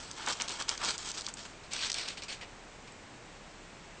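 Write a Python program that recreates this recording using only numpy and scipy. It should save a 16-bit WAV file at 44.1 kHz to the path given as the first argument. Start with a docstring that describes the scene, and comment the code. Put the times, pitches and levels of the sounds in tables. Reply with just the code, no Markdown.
"""Crisp rustles, hollow scuffs and little snaps of paper, then only soft hiss and a low hum.
A hand slides an envelope against a rabbit sitting on a bedsheet, then squeezes it into a curve.
The paper rustles where it rubs, and its broad face adds the hollow scuff. As it buckles,
creases snap and the face gives dull taps. The room is small, with hardly any echo."""
import sys
import numpy as np
from scipy import signal
from scipy.fft import rfft, irfft
from scipy.io import wavfile

SR = 44100
rng = np.random.default_rng(int(sys.argv[2]) if len(sys.argv) > 2 else 0)


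def dump_mix(stems):
    """Bounce the given channels to the path in sys.argv[1] as a 16-bit WAV at rate SR."""
    frames = np.atleast_2d(stems).T  # one column per channel
    limited = np.clip(frames, -1, 1)  # hard clip at full scale
    pcm = np.round(limited * 32767).astype(np.int16)
    wavfile.write(sys.argv[1], SR, pcm)


N = 176400
T = np.arange(N) / SR
CUTOFF_HZ = 8750
SCUFF_FRICTION = dict(clicks_per_s=2600, spread_db=2.5, hiss=0.66)


def rubbing():
    """The flat envelope slides along, and the rubbing rings at a fixed set of pitches."""
    # Each row: start, rise, hold and fade times in seconds, rustle level in dB, scuff level in dB.
    rubs = [ (0, 0.0011, 0.007, 0.27, -50, -52), (0.157, 0.021, 0.083, .03, -49.5, -45),
            (.268, 0.0047, .008, .008, -46, -33.5), (.28, 0.0093, 0.022, .012, -36.5, -33.5),
            (0.32, 0.0054, 0.0062, 0.0097, -34.5, -65), (.345, 0.0081, 0.022, 0.032, -48, -49),
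            (.396, 0.0085, 0.0084, 0.035, -43, -37), (.478, 0.0017, 0.0053, .016, -40, -45),
            (0.494, 0.0052, 0.0065, 0.069, -40, -40.5), (.587, 0.01, 0.02, 0.014, -43.5, -38.5),
            (0.677, 0.01, 0.013, 0.0065, -38, -42), (0.707, 0.003, 0.009, 0.032, -41, -39.5),
            (0.774, 0.0026, .003, .003, -40, -72), (0.783, .035, .02, 0.015, -44, -37),
            (0.828, 0.014, 0.048, 0.0058, -36, -39), (0.869, 0.019, 0.02, 0.016, -34, -38),
            (0.931, 0.011, 0.015, 0.0063, -43.5, -46), (.985, 0.0027, 0.044, 0.026, -45, -50),
            (1.04, 0.011, 0.058, 0.01, -42.5, -48), (1.135, 0.011, 0.017, .015, -44, -49),
            (1.168, 0.0081, .008, .025, -40, -44), (1.23, 0.017, 0.018, 0.011, -48.5, -57),
            (1.283, .003, .005, 0.01, -44, -43.5), (1.367, 0.0047, 0.014, 0.079, -46.5, -52),
            (1.447, 0.0068, 0.0097, 0.003, -46, -49)]
    # The tone of each sound. 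Each row: frequency in Hz, relative level in dB.
    rustle_tone = [(150, -16.5), (700, -27), (1600, -16.5), (2400, -5.5), (3200, 1.5), (4600, 3.5),
                   (5800, 2), (7000, 1), (8200, 1), (9500, -33.5)]
    scuff_tone = [(80, -14), (250, -8), (480, -4), (680, -6), (820, -0.5), (1000, 0), (1400, 2.5),
                  (1750, -2.5), (2050, -6.5), (3100, -4.5), (5000, -12), (9000, -21)]
    scrape = friction(clicks_per_s=5000, spread_db=5, hiss=0.68)
    rustle = shape_tone(facets(scrape, bands=22), rustle_tone)
    scuff = shape_tone(friction(**SCUFF_FRICTION), scuff_tone)
    return strokes(rubs, ringing_pitches(rustle), ringing_pitches(scuff))


def squeezing():
    """Bent into a curve, the paper layers grind over each other and the face no longer rings."""
    # Each row: start, rise, hold and fade times in seconds, rustle level in dB, scuff level in dB.
    squeezes = [ (1.63, 0.009, .006, 0.022, -52.5, -60), (1.705, 0.015, 0.071, 0.013, -39.5, -52),
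                (1.776, 0.044, 0.047, 0.023, -35, -48.5), (1.897, .002, .004, 0.0038, -35, -52),
                (1.944, 0.002, 0.03, 0.0094, -39, -46), (1.978, 0.0044, 0.021, 0.046, -38.5, -46.5),
                (2.043, 0.014, 0.01, 0.0087, -44.5, -47), (2.074, 0.0055, 0.0078, 0.031, -38.5, -45),
                (2.17, 0.0025, 0.0041, 0.019, -42, -45.5), (2.218, 0.0045, 0.02, 0.012, -44.5, -50.5),
                (2.281, 0.003, .046, 0.025, -42.5, -47.5), (2.409, .004, 0.024, 0.011, -51.5, -45),
                (2.87, .008, 0.0055, 0.013, -57, -59)]
    # The tone of the bent paper. Each row: frequency in Hz, relative level in dB.
    rustle_tone = [(150, -38), (700, -9.5), (1600, -1.5), (2000, -4), (2400, 1.5), (3100, 2), (4600, 2),
                   (5600, 0), (6800, -6), (8300, -4.5), (9500, -23)]
    scuff_tone = [(80, -7), (280, -4.5), (550, -2), (800, -4), (1400, -9), (1750, -3), (2300, 3.5),
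                  (3200, -4), (8000, -25)]
    grind = friction(clicks_per_s=2000, spread_db=0.5, hiss=0.95)
    rustle = shape_tone(facets(grind, bands=14), rustle_tone)
    scuff = shape_tone(friction(**SCUFF_FRICTION), scuff_tone)
    return strokes(squeezes, rustle, scuff)


def crease_snaps():
    """Creases give way with short, bright snaps."""
    # Each row: start in seconds, relative level in dB, pitch in Hz.
    snaps = [ (.1134, -28, 5000), (.2635, -26, 4900), (.2862, -23, 6450), (.3306, -34, 4300),
             (.4005, -25.5, 2400), (.4118, -22, 2800), (.4201, -19, 5500), (.4834, -25, 3670),
             (.4936, -24.5, 5200), (.6005, -29, 5400), (.6230, -24.5, 4400), (.6922, -13.5, 4700),
             (.6852, -35, 4500), (.7778, -28, 4500), (.8370, -29, 6500), (.8483, -20.5, 5600),
             (.8868, -26, 4320), (.9800, -25, 5600), (1.0893, -27.5, 5300), (1.1164, -25.5, 4900),
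             (1.1795, -29, 4700), (1.1862, -40, 5200), (1.2098, -27.5, 5100), (1.2192, -30, 4500),
             (1.2658, -21.5, 3800), (1.2858, -28, 5630), (1.3395, -28, 7800), (1.3710, -39, 2560),
             (1.7343, -23.5, 6050), (1.7646, -24.5, 3050), (1.8980, -38, 4600), (1.9010, -22, 4700),
             (1.9176, -19.5, 4500), (1.9295, -25, 4460), (1.9429, -20.5, 4000), (1.9847, -25, 3900),
             (2.0862, -24, 4900), (2.0975, -37, 5000), (2.2215, -37, 4020), (2.2357, -32, 4350),
             (2.3270, -32.5, 4330), (2.4145, -41, 4200), (2.8760, -43, 3450), (2.9220, -41.5, 7950)]
    return from_db(-4) * buckles(snaps, width_hz=2860, shiver_s=0.002, shiver_db=-1, crack_db=-11.5)


def face_taps():
    """The broad face buckles with dull taps."""
    # Each row: start in seconds, relative level in dB, pitch in Hz.
    taps = [(.2737, -23, 1300), (.3041, -25, 1100), (.4101, -40, 1200), (.6142, -33, 1340),
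            (.7146, -35, 1310), (.7542, -34, 1780), (.7924, -43, 1170), (.8276, -33, 1200),
            (1.2780, -31, 1150)]
    return from_db(-5) * buckles(taps, width_hz=390, shiver_s=0.0015, shiver_db=-6.5, crack_db=-28)


def friction(clicks_per_s, spread_db, hiss):
    """Paper fibres catch and slip: clicks of uneven size over a smooth sliding hiss."""
    sizes = from_db(spread_db * np.minimum(rng.exponential(1, N), 4)) * rng.choice([-1, 1], N)
    clicks = normalize(sizes * (rng.random(N) < clicks_per_s / SR))
    return normalize(clicks + hiss * rng.standard_normal(N))


def facets(x, bands):
    """Small flat patches of bending paper each give off a band of sound that swells and fades."""
    band_position = np.arange(N // 2 + 1) * SR / N / CUTOFF_HZ * bands
    spectrum = rfft(x)
    swing_db = 2.3
    out = np.zeros(N)
    for k in range(bands + 1):
        band = irfft(spectrum * np.maximum(1 - abs(band_position - k), 0), N)
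        out += band * from_db(swing_db * drift(per_s=30))
    return out


def ringing_pitches(x):
    """The rubbing sounds at a fixed set of pitches, low and high, as the envelope is rubbed."""
    # Each row: pitch in Hz, width in Hz (narrow rings longer), gain in dB.
    rings = [(890, 38, -6.5), (962, 20, -4.5), (1180, 52, -21), (1436, 20, -11.5), (1750, 10, 1),
             (2230, 73, 2), (2440, 19, 2), (3110, 30, -1), (3270, 77, -2.5), (3860, 25, -11),
             (4760, 32, -9.5), (5900, 29, -10)]
    return normalize(x + sum(from_db(db) * resonate(x, hz, width) for hz, width, db in rings))


def strokes(rows, rustle, scuff):
    """Each move of the hand swells, holds and dies away, driving both rustle and scuff."""
    rustle_power, scuff_power = np.zeros(N), np.zeros(N)
    for start, rise, hold, fade, rustle_db, scuff_db in rows:
        age = T - start
        swell = np.clip(age / rise, 0, 1)
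        stroke = swell * np.exp(-np.clip((age - rise - hold) / fade, 0, 20))
        rustle_power += (stroke * from_db(rustle_db)) ** 2
        scuff_power += (stroke * from_db(scuff_db)) ** 2
    uneven_pressure = normalize(from_db(drift(per_s=170)))
    return uneven_pressure * (np.sqrt(rustle_power) * rustle + np.sqrt(scuff_power) * scuff)


def buckles(rows, width_hz, shiver_s, shiver_db, crack_db):
    """A sudden buckle and its dying shiver make a patch of paper ring."""
    size = SR // 25
    millisecond = SR / 1000
    out = np.zeros(N + size)
    for (start, db, hz), shiver in zip(rows, rng.standard_normal((len(rows), size))):
        push = shiver * np.exp(-T[:size] / shiver_s)
        push *= from_db(shiver_db) / np.linalg.norm(push)
        push[0] = 1  # the buckle itself
        crack = resonate(push, hz, 2 * width_hz)
        ring = resonate(crack, hz, width_hz) + from_db(crack_db) * crack
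        at = int(start * SR)
        # The level counts all the energy as if packed into one millisecond.
        out[at:at + size] += from_db(db) * ring * np.sqrt(millisecond) / np.linalg.norm(ring)
    return out[:N]


def room_echo(x):
    """Near walls and soft furnishings give back a short, weak echo."""
    echo_s = 0.22  # time to fade by 60 dB
    tail = rng.standard_normal(N) * from_db(-60 * np.minimum(T / echo_s, 10)) * (T > .003)
    return from_db(-12.5) * signal.fftconvolve(x, tail / np.linalg.norm(tail))[:N]


def background():
    """The room's steady hiss and deep, wavering hum."""
    # The tone of the hiss. Each row: frequency in Hz, relative level in dB.
    hiss_tone = [(15, -14.5), (45, -8.5), (80, -8), (150, -7.5), (300, -9.5), (550, -11), (900, -12.5),
                 (1400, -15), (2500, -16), (3300, -20.5), (5000, -23.5), (7800, -24), (8700, -32)]
    hum_hz, swing_db = 32, 2.5
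    waver = from_db(swing_db * drift(per_s=12))
    hum = normalize(waver * np.sin(2 * np.pi * hum_hz * T + .6 * drift(per_s=4)))
    hiss = shape_tone(rng.standard_normal(N), hiss_tone)
    return from_db(-51) * hiss + from_db(-63) * hum


def from_db(db):
    """Turn decibels into a number to multiply by."""
    return 10 ** (np.asarray(db) / 20)


def normalize(x):
    """Scale a signal to an average (rms) level of 1."""
    return x / np.sqrt(np.mean(x ** 2) + 1e-20)


def shape_tone(x, curve):
    """Shape the lows and highs by a curve of (Hz, dB) points, then set the level to 1."""
    hz, db = np.transpose(curve)
    bin_hz = np.maximum(np.arange(N // 2 + 1) * SR / N, 1)
    gain = from_db(np.interp(np.log(bin_hz), np.log(hz), db))
    return normalize(irfft(rfft(x) * gain, N))


def drift(per_s):
    """A random wander of typical size 1 that picks per_s new values a second."""
    return normalize(np.interp(T * per_s, np.arange(N), rng.standard_normal(N)))


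def resonate(x, hz, width_hz):
    """One ring of the paper: only sound near this pitch gets through."""
    r = np.exp(-np.pi * width_hz / SR)
    feedback = [1, -2 * r * np.cos(2 * np.pi * hz / SR), r * r]
    return (1 - r * r) / 2 * signal.lfilter([1, 0, -1], feedback, x)


def scene():
    """The envelope close to the microphone, in the quiet room."""
    paper = rubbing() + squeezing() + crease_snaps() + face_taps()
    return (paper + room_echo(paper) + background())[None]


def record(dry):
    """The highest treble is cut off steeply."""
    return signal.sosfilt(signal.ellip(9, .2, 70, CUTOFF_HZ, fs=SR, output="sos"), dry)


dry = scene()
out = record(dry)
dump_mix(out)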